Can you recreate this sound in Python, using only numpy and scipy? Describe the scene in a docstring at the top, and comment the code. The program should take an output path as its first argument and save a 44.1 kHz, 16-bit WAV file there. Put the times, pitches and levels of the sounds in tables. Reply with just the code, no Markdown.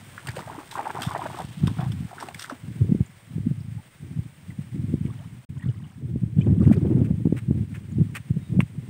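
"""A fishing net is jerked about in a pond: water slaps, air pockets plop, spray and foam crackle.
Each trapped bubble rings as a mass of water on a spring of air. After 2.5 s the pond settles to a few
drips, while gusts shed eddies that buffet the microphone over a faint open-air hiss. From 5 s the net is
hauled in slowly and trickles, and the sound drops out for an instant. Short scuffs follow close by;
near the end come a thin, distant whistle and a tap that rings the microphone housing."""
import sys
import numpy as np
from scipy import signal
from scipy.fft import rfft, irfft, next_fast_len
from scipy.io import wavfile
from scipy.ndimage import uniform_filter1d

SR = 44100
rng = np.random.default_rng(int(sys.argv[2]) if len(sys.argv) > 2 else 0)


def master_out(mix):
    """Clip the mix to full scale and print it as 16-bit PCM to the path in sys.argv[1]."""
    frames = np.transpose(np.atleast_2d(mix))
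    ceiling = np.clip(frames, -1, 1)
    pcm = np.round(ceiling * 32767).astype(np.int16)
    wavfile.write(sys.argv[1], SR, pcm)


N = 392049

# Spectrum of bursting droplets: (frequency [Hz], relative spectral density [dB])
SPRAY = [(700, -14.5), (1500, 6), (2400, -1.5), (3500, 4), (4200, -2), (5000, -1.5), (6200, -5), (8500, -4),
         (11000, -12.5), (13500, -8), (15200, -13.5)]


def plops(sag=0.096, sag_cycles=1.22, swell_cycles=1.15, ring_cycles=2.3, wash_db=-16, wash_s=0.022):
    """Minnaert resonance: an air pocket rings, sinking in pitch, and leaves a wash of small bubbles."""
    # The largest pockets closing under the net: (time [s], level [dB], mid-glide frequency [Hz])
    pockets = [(.179, -25, 1560), (.286, -22, 1900), (0.368, -26.5, 560), (.474, -31.5, 720),
               (.498, -28, 1000), (.579, -31, 326), (.587, -30.5, 1080), (0.754, -21.5, 1130),
               (0.777, -21.5, 1090), (.792, -15, 893), (.856, -25, 880), (.87, -20, 864), (.974, -29, 1010),
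               (.987, -25, 790), (1.109, -20, 1070), (1.149, -18, 925), (1.16, -20.5, 745),
               (1.192, -23.5, 840), (1.218, -21, 1090), (1.259, -23, 670), (1.3, -29, 990),
               (1.388, -25, 970), (1.401, -22.5, 803), (1.679, -26.5, 1160), (1.814, -33, 1180),
               (1.859, -34, 865), (2.13, -31.5, 800), (2.183, -30, 1490), (2.225, -24, 925),
               (2.235, -33, 387), (2.285, -29.5, 800), (2.444, -26.5, 1600), (2.498, -25, 1410),
               (2.509, -30, 665), (2.521, -27, 284)]
    out, t = np.zeros(N), np.arange(SR // 12) / SR
    for s, db, hz in pockets:
        cycles = hz * t
        swell = (1 - np.exp(-(cycles / swell_cycles) ** 2)) * np.exp(-cycles / ring_cycles)
        pitch = hz * (1 + sag * (2 * np.exp(-cycles / sag_cycles) - 1))
        tone = swell / swell.max() * np.sin(2 * np.pi * np.cumsum(pitch) / SR)
        band = signal.butter(2, [.75 * hz, 1.25 * hz], "band", fs=SR, output="sos")
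        wash = rms_one(signal.sosfilt(band, rng.standard_normal(len(t))))
        add(out, s, from_db(db) * (tone + wash * from_db(wash_db) * np.exp(-t / wash_s)))
    return out


def churn(attack_s=0.024, gurgle_db=-7.0, slosh_db=-10.5, fizz_db=-5.5, foam_hz=3300, foam_cycles=8.1):
    """Air entrainment: each jerk stirs up bubbles, slosh and spray; the water goes on fizzing after."""
    # Jerks of the net: (start [s], hold [s], water level [dB], spray level [dB])
    jerks = [(0.283, 0.033, -38.5, -54), (0.364, 0.044, -33.5, -53), (0.458, 0.15, -38.5, -65),
             (0.724, 0.024, -43, -47.5), (0.77, .045, -34, -63), (.855, 0.064, -30.5, -55),
             (0.965, 0.052, -30.5, -54), (1.02, 0.051, -36, -47.5), (1.08, 0.26, -33.5, -55),
             (1.385, 0.024, -35, -49.5), (1.665, 0.025, -37, -60), (1.789, 0.06, -33, -62),
             (2.10, 0.041, -42, -60.5), (2.214, 0.021, -29.5, -50.5), (2.289, 0.011, -37.5, -64),
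             (2.402, 0.023, -43, -44.5), (2.501, 0.018, -33.5, -69)]
    # Spectrum of the entrained bubbles: (frequency [Hz], relative level [dB])
    spectrum = [(220, -5), (370, -3.5), (520, -18.5), (680, -2.5), (850, 0), (1100, -3.5), (1600, -6.5),
                (2300, -16.5), (3000, -21.5)]
    stirred = swells([(0.0, 1.56, -54.5)], attack_s, release_s=0.97)   # lapping that slowly settles
    surge = swells([(s, hold, db) for s, hold, db, _ in jerks], attack_s, release_s=.02)
    surge *= from_db(4.0 * drift(22))
    mist = swells([(s, hold, db) for s, hold, _, db in jerks], attack_s, release_s=0.047)
    gurgle = bubbles(spectrum, per_s=450, cycles=3.5, spread_db=11, rise=.01)
    slosh_spectrum = [(100, -50)] + spectrum + [(6000, -60)]
    slosh = evened(coloured(grains(per_s=2100, spread_db=6.5), slosh_spectrum), size=1500)
    spray = evened(coloured(grains(per_s=2000, spread_db=6.0), SPRAY), size=2000)
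    foam = evened(ring(grains(per_s=580, spread_db=2.0), foam_hz, foam_cycles / foam_hz), size=2500)
    foam *= swells([(1.07, 0.73, -57)], attack_s=0.13, release_s=0.13)   # left by the biggest splash
    low_cut = signal.butter(2, 240, "high", fs=SR, output="sos")
    water = signal.sosfilt(low_cut, from_db(gurgle_db) * gurgle + from_db(slosh_db) * slosh)
    return np.hypot(surge, stirred) * water + np.hypot(mist, from_db(fizz_db) * stirred) * spray + foam


def slaps(attack_s=.0008, splat_db=-1.5, overtone_db=-8.0, overtone=1.554, ring_cycles=26.0):
    """Impact excitation: a burst of cracking droplets drives two brief resonances of trapped air."""
    # Sheets of water slapping down: (time [s], level [dB], decay time [s], resonance [Hz])
    sheets = [(.2705, -30, 0.0042, 3050), (.287, -37, 0.0044, 4900), (.363, -39, 0.0091, 3020),
              (.391, -43, 0.0038, 5100), (.711, -40.5, 0.0096, 4000), (1.0195, -24.5, 0.0033, 3260),
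              (1.031, -29.5, 0.0063, 3700), (1.051, -43, 0.024, 3670), (1.371, -43, 0.0044, 3720),
              (1.671, -33, 0.0058, 3720), (1.805, -46.5, 0.011, 3550), (1.918, -40.5, 0.0056, 3540),
              (2.200, -45.5, 0.017, 5540), (2.286, -37, 0.0032, 2920), (2.344, -34.5, 0.0044, 2300),
              (2.394, -33.5, 0.0042, 5660), (2.421, -36, 0.0067, 6000), (2.443, -43, 0.0035, 4830),
              (2.495, -47, 0.011, 5930)]
    out, t = np.zeros(N), np.arange(SR // 8) / SR
    droplets = evened(coloured(grains(per_s=4500, spread_db=2.0), SPRAY), size=300)
    for k, (s, db, decay_s, hz) in enumerate(sheets):
        burst = droplets[k * len(t):(k + 1) * len(t)]
        low, high = (evened(ring(burst, f, ring_cycles / f), size=250) for f in (hz, overtone * hz))
        splash = burst + from_db(splat_db) * (low + from_db(overtone_db) * high)
        envelope = (1 - np.exp(-t / attack_s)) * np.exp(-t / decay_s)
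        add(out, s, from_db(db) * envelope * splash)
    return out


def drips(gain_db=-1.5, first_octave_s=.065):
    """Falling mass loading: a lone bubble wobbles and rises in pitch as it nears the surface."""
    # Single drips and bubbles: (time [s], level [dB], starting frequency [Hz], time scale [s])
    lone_bubbles = [(2.346, -23.5, 2210, 0.0042), (3.061, -45, 6840, .0056), (3.602, -53, 4970, 0.015),
                    (3.778, -46, 813, 0.036), (4.504, -38, 1970, 0.0085), (5.06, -44, 2250, .01),
                    (5.101, -40, 1110, 0.01), (5.183, -47, 564, 0.089), (5.596, -42, 1860, 0.011),
                    (5.62, -38.5, 1825, 0.026), (5.69, -51, 2910, .015), (5.836, -50, 2860, 0.025),
                    (6.41, -37, 2430, 0.018), (6.413, -37.5, 3070, .012), (6.617, -33, 1160, 0.0059),
                    (7.921, -49, 6660, 0.0045)]
    out = np.zeros(N)
    wobble = 1 + .05 * drift(250)
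    for s, db, hz, scale_s in lone_bubbles:
        t = np.arange(int(2 * scale_s * SR)) / SR
        swell = (1 - np.exp(-t / scale_s / 0.19)) * np.exp(-2 * (t / scale_s) ** 2)
        pitch = hz * 2 ** ((t / first_octave_s) ** 2) * wobble[int(s * SR):][:len(t)]
        add(out, s, from_db(db + gain_db) * swell * np.sin(2 * np.pi * np.cumsum(pitch) / SR))
    return out


def trickle():
    """Drop impact: water falling from the mesh into the pond traps small ringing bubbles."""
    # Short runs draining from the hauled net: (start [s], hold [s], level [dB])
    runs = [(5.06, .15, -59), (5.58, 0.11, -57), (5.75, 0.18, -61.5), (6.40, 0.072, -57),
            (6.62, 0.12, -51.5), (6.82, .25, -61.5)]
    # Spectrum of the drops' bubbles: (frequency [Hz], relative level [dB])
    spectrum = [(500, -19), (900, -5), (1400, -8.5), (1900, -7), (2400, -16.5), (3100, -6), (4000, -19.5),
                (7000, -19.5), (11000, -23)]
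    drops = bubbles(spectrum, per_s=700, cycles=4.5, spread_db=11, rise=.004)
    return swells(runs, attack_s=0.021, release_s=0.06) * drops


def bubbles(spectrum, per_s, cycles, spread_db, rise):
    """Superposed damped oscillators: random bubbles swell, ring and glide upward; rms about 1."""
    out, age = np.zeros(N), np.arange(SR // 25) / SR
    low, high = spectrum[0][0], spectrum[-1][0]
    for when, pitch, size, turn in rng.random((int(per_s * N / SR), 4)):
        hz = low * (high / low) ** pitch
        periods = hz * age[:int(4 * cycles / hz * SR)]
        gain = np.sqrt(hz) * from_db(at_hz(spectrum, hz) + spread_db * size ** 2)
        swell = (1 - np.exp(-periods ** 2)) * np.exp(-periods / cycles)
        phase = 2 * np.pi * (periods + rise * periods ** 2 / cycles + turn)
        add(out, when * N / SR, gain * swell * np.sin(phase))
    return evened(out, size=2600)


def wind(rumble_db=-3.0, buffet_db=-1.0, turbulence_db=-15.5, strong_db=-20, growth=1.45, low_cut_hz=66):
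    """Turbulent pressure: gusts shed eddies on a low rumble; strong flow breaks into brighter noise."""
    # Gusts on the microphone: (start [s], hold [s], level [dB], extra turbulence [dB])
    gusts = [(0.258, 0.16, -42.5, -14), (0.472, 0.088, -46.5, 4), (0.943, 1, -43.5, 5),
             (1.634, 0.065, -22.5, 1.5), (1.774, 0.27, -31, -5), (2.337, .05, -44, -4),
             (2.648, 0.11, -35.5, 5), (2.808, 0.2, -26, 3), (3.349, 0.18, -28, -2),
             (3.575, 0.2, -34.5, -12), (4.049, 0.207, -34, 3), (4.486, 0.19, -38.5, 1.5),
             (4.758, 0.34, -27.5, 2), (5.12, 0.25, -39, -1.5), (5.502, .37, -36.5, -0.5),
             (6.009, 0.29, -31, 3.5), (6.391, 0.38, -17.5, 1.5), (6.825, 0.2, -21.5, 6.5),
             (7.054, 0.31, -27, 4.5), (7.463, 0.17, -24.5, 2), (7.711, .48, -35.5, 3),
             (7.992, 0.015, -12.5, -5), (8.30, .14, -37, 5), (8.536, 0.085, -24, 2.5),
             (8.732, 0.27, -34.5, 4.5)]
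    # The strongest eddies: (time [s], level [dB], frequency [Hz], width [s])
    buffets = [(.293, -22, 120, 0.014), (1.073, -14, 138, 0.008), (1.447, -19, 131, .004),
               (1.638, -4, 154.4, 0.0068), (1.676, -7.5, 134, 0.0034), (1.795, -15, 150.5, 0.013),
               (1.902, -15.5, 128.3, 0.011), (2.818, -6, 117, 0.015), (2.923, -4, 190.7, 0.0072),
               (2.95, -8, 197, 0.0032), (3.008, -4, 130, 0.0057), (3.382, -11.5, 138.2, 0.0025),
               (3.471, -9.5, 209.6, 0.0067), (3.514, -12, 150, 0.0084), (4.191, -11, 125.2, 0.0065),
               (4.592, -16.5, 165.6, 0.0064), (4.941, -7, 180, .0034), (5.053, -11, 149.8, 0.0055),
               (5.662, -11, 144.6, 0.0053), (5.692, -14, 125.6, 0.026), (6.16, -11, 155.2, 0.0029),
               (6.236, -6.5, 148.5, 0.0054), (6.39, -4.5, 150.9, 0.012), (6.466, -7, 170.6, .0045),
               (6.525, -3.5, 130.4, 0.0084), (6.609, -5, 206.4, 0.0071), (6.677, -2.5, 205, 0.0042),
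               (6.701, -4, 238.3, 0.005), (6.715, 0.5, 213, 0.0069), (7.11, -5, 172.5, .0048),
               (7.256, -2.5, 185.5, 0.0035), (7.272, -3.5, 192, 0.0031), (7.326, -1.5, 199.3, 0.0025),
               (7.51, -3, 172.2, 0.0036), (7.986, -9.5, 219.6, 0.0038), (8.012, -9, 154.5, 0.02),
               (8.309, -8, 133.7, .009), (8.37, -13, 160, 0.012), (8.593, -2, 166.7, 0.0072)]
    # Spectra of the rumble and of strong turbulence: (frequency [Hz], relative spectral density [dB])
    rumble_spectrum = [(25, -25.5), (45, -19), (62, -50), (85, 5), (115, 11.5), (170, -2), (250, -4.5),
                       (350, -21.5), (480, -54), (700, -57), (1200, -86)]
    turbulence_spectrum = [(120, -18.5), (220, 10), (330, 6.5), (480, -10.5), (700, -22.5), (1200, -36.5),
                           (2500, -42.5), (4500, -68.5)]
    attack_s, release_s = 0.031, 0.02
    breeze = from_db(-53.5 + 3.0 * drift(2.7))   # the light air between gusts
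    flow = np.hypot(swells([(s, hold, db) for s, hold, db, _ in gusts], attack_s, release_s), breeze)
    swirl = swells([(s, hold, db + extra) for s, hold, db, extra in gusts], attack_s, release_s)
    lumps = from_db(5.0 * np.tanh(drift(30.5)))
    low = evened(coloured(rng.standard_normal(N), rumble_spectrum), size=900)
    high = evened(coloured(rng.standard_normal(N), turbulence_spectrum), size=400)
    large, large_swell = thumps(buffets)
    flow = flow * flow / np.hypot(flow, large_swell)   # a large eddy sweeps the small ones aside
    small, small_swell = thumps(small_eddies(flow))
    strength = np.sqrt((swirl * lumps) ** 2 + (.38 * large_swell) ** 2 + (0.2 * small_swell) ** 2)
    turbulence = from_db(strong_db + turbulence_db) * (strength / from_db(strong_db)) ** growth * high
    rumble = from_db(rumble_db) * flow * lumps * low
    pressure = from_db(buffet_db) * large + small + rumble + turbulence
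    low_cut = signal.butter(5, low_cut_hz, "high", fs=SR, output="sos")
    return signal.sosfilt(low_cut, saturated(pressure))


def small_eddies(flow, per_s=21, hz=141.67, width_s=0.0083, over_db=10.0, spread_db=4.0, octaves=0.1945):
    """Vortex shedding: eddies leave at uneven intervals, as strong as the flow; rows for thumps()."""
    rows = []
    draws = rng.uniform(-1.001, 1, (int(per_s * N / SR) - 2, 4))
    for k, (late, size, pitch, width) in enumerate(draws):
        s = (k + 2 + late / 2) / per_s
        db = 20 * np.log10(flow[min(int(s * SR), N - 1)]) + over_db + spread_db * size
        rows.append((s, db, hz * 2 ** (octaves * pitch), width_s * 2 ** (width / 2)))
    return rows


def thumps(eddies, slowing=0.2304):
    """Convected eddies: each swings the pressure, fast as it arrives and slower as it leaves."""
    sound, envelope = np.zeros(N), np.zeros(N)
    t = np.arange(-SR // 20, SR // 20) / SR
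    for (s, db, hz, width_s), turn in zip(eddies, rng.random(len(eddies))):
        swell = from_db(db) / np.cosh(2.78 * t / width_s)
        cycles = np.cumsum(hz * (1 - slowing * np.tanh(t / width_s))) / SR + turn
        add(sound, s + t[0], swell * np.sin(2 * np.pi * cycles))
        add(envelope, s + t[0], swell)
    return sound, envelope


def saturated(x, ceiling=.72):
    """Soft saturation: the microphone rounds off the strongest pressure swings."""
    return x / (1 + (x / ceiling) ** 4) ** .25


def scuffs():
    """Friction noise: a short, dry rub is a dense train of tiny slips."""
    # Rubs near the microphone: (start [s], level [dB], hold [s])
    rubs = [(6.652, -48.5, .004), (6.724, -41, 0.014), (7.046, -52, 0.019), (7.368, -44.5, 0.023),
            (7.746, -46, 0.019), (8.153, -33.5, 0.018), (8.606, -39, 0.0064)]
    # Spectrum of the rubbing: (frequency [Hz], relative spectral density [dB])
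    spectrum = [(400, -14), (1000, -7), (1700, 0), (2500, 0), (3300, -13), (4500, -22), (6500, -22),
                (8500, -20), (11000, -25), (15200, -23)]
    pressure = swells([(s, hold, db) for s, db, hold in rubs], attack_s=.0035, release_s=.007)
    return pressure * evened(coloured(grains(per_s=4000, spread_db=3.0), spectrum), size=450)


def tap(time_s=8.6048, force_db=-14.5):
    """Modal ringing: one light impulse excites the quickly damped modes of the housing."""
    # Housing modes: (frequency [Hz], relative level [dB], time to fall by 60 dB [s])
    modes = [(1050, -5, .012), (1850, -3, .006), (2250, 0, .011), (2730, -3, .012), (3500, -17, .010),
             (8700, -27, .007), (10400, -25, .007)]
    click = np.zeros(N)
    add(click, time_s, from_db([force_db]))
    return sum((-1) ** k * from_db(db) * ring(click, hz, t60) for k, (hz, db, t60) in enumerate(modes))


def open_air(flicker_db=1.0):
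    """Broadband noise: a faint hiss whose level drifts and flickers slightly."""
    # Course of the hiss: (time [s], level [dB])
    levels = [(0, -51.5), (2.7, -54.5), (3.6, -57.5), (4.8, -56), (5.4, -57.5), (5.55, -61.5), (6.1, -61),
              (6.7, -58.5), (7.3, -59), (8.0, -57.5), (8.89, -57.5)]
    # Spectrum of the hiss: (frequency [Hz], relative spectral density [dB])
    spectrum = [(100, 8.5), (400, 9), (800, 7), (1400, 6), (2100, 9), (2600, 5), (3400, 3), (4300, -3.5),
                (5100, -4), (6200, -6.5), (9200, -3.5), (10500, -11.5), (13500, -12), (15200, -3)]
    level_db = np.interp(np.arange(N) / SR, *np.transpose(levels))
    return from_db(level_db + flicker_db * drift(23)) * coloured(rng.standard_normal(N), spectrum)


def whistle(start_s=8.39, length_s=.13, hz=3620, arch_hz=130, waver=0.0086, peak_db=-63.5):
    """A modulated pure tone, probably a far bird: pitch and level arch together."""
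    arch = np.sin(np.pi * np.clip((np.arange(N) / SR - start_s) / length_s, 0, 1))
    pitch = (hz + arch_hz * arch) * (1 + waver * drift(102))
    return from_db(peak_db) * arch * np.sin(2 * np.pi * np.cumsum(pitch) / SR)


def swells(rows, attack_s, release_s):
    """Incoherent addition: envelopes of events (start [s], hold [s], level [dB]) sum in power."""
    t, power = np.arange(0, N, 40) / SR, 0
    for start, hold, db in rows:
        outside = np.maximum(start - t, 0) / attack_s + np.maximum(t - start - hold, 0) / release_s
        power = power + (from_db(db) * np.exp(-np.minimum(outside, 20))) ** 2
    return np.interp(np.arange(N) / SR, t, np.sqrt(power))


def grains(per_s, spread_db):
    """Shot noise: random clicks, many small and a few large."""
    sizes = from_db(spread_db * np.minimum(rng.exponential(1, N), 4))
    return (rng.random(N) < per_s / SR) * sizes * rng.choice([-1, 1], N)


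def ring(clicks, hz, t60):
    """Damped resonator: a unit click starts a decaying sine of height 1."""
    r, w = np.exp(-np.log(1000) / (t60 * SR)), 2 * np.pi * hz / SR
    return signal.lfilter([0, np.sin(w)], [1, -2 * r * np.cos(w), r * r], clicks + 1e-18)


def drift(hz, step=40):
    """Low-passed noise: a slow random fluctuation of rms 1."""
    r = np.exp(-2 * np.pi * hz * step / SR)
    slow = signal.lfilter([1], [1, -2 * r, r * r], rng.standard_normal(N // step + 2002))[2000:]
    return np.interp(np.arange(N) / step, np.arange(len(slow)), rms_one(slow))


def coloured(x, spectrum):
    """Linear filtering: give a steady signal a spectrum; rms 1."""
    size = next_fast_len(N)
    gain = from_db(at_hz(spectrum, np.fft.rfftfreq(size, 1 / SR)))
    return rms_one(irfft(rfft(x, size) * gain, size)[:N])


def at_hz(spectrum, hz):
    """Interpolate a spectrum on a log-frequency axis."""
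    frequencies, levels = np.transpose(spectrum)
    return np.interp(np.log(hz + 1e-3), np.log(frequencies), levels)


def evened(x, size):
    """Hold the rms near 1 over stretches of size samples, keeping the finer grain."""
    return x / np.sqrt(np.abs(uniform_filter1d(uniform_filter1d(x * x, size), size)) + 1e-9)


def rms_one(x):
    """Scale to rms 1."""
    return x / np.sqrt(np.mean(x ** 2) + 1e-20)


def from_db(db):
    """Decibels to amplitude ratio."""
    return 10 ** (np.asarray(db) / 20)


def add(out, s, sound):
    """Superpose a short sound at time s."""
    start = max(int(s * SR), 0)
    out[start:start + len(sound)] += sound[:max(N - start, 0)]


def scene():
    """Superposition: water, wind, handling and background sum at one microphone."""
    water = plops() + churn() + slaps() + drips() + trickle()
    return (water + wind() + scuffs() + tap() + open_air() + whistle())[None]


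def record(dry, port_hz=8550, port_width_hz=750, port_db=3.5, gap_s=(5.450, 5.492), cutoff_hz=15700):
    """Resonance of the microphone port lifts the treble; the sound drops out briefly; the top is cut."""
    b, a = signal.iirpeak(port_hz, port_hz / port_width_hz, fs=SR)
    heard = dry + from_db(port_db) * signal.lfilter(b, a, dry)
    t = np.arange(N) / SR
    gate = uniform_filter1d(1.0 * ((t < gap_s[0]) | (t > gap_s[1])), size=200)
    high_cut = signal.ellip(12, .2, 80, cutoff_hz, fs=SR, output="sos")
    return signal.sosfilt(high_cut, heard * gate)


dry = scene()
out = record(dry)
master_out(out)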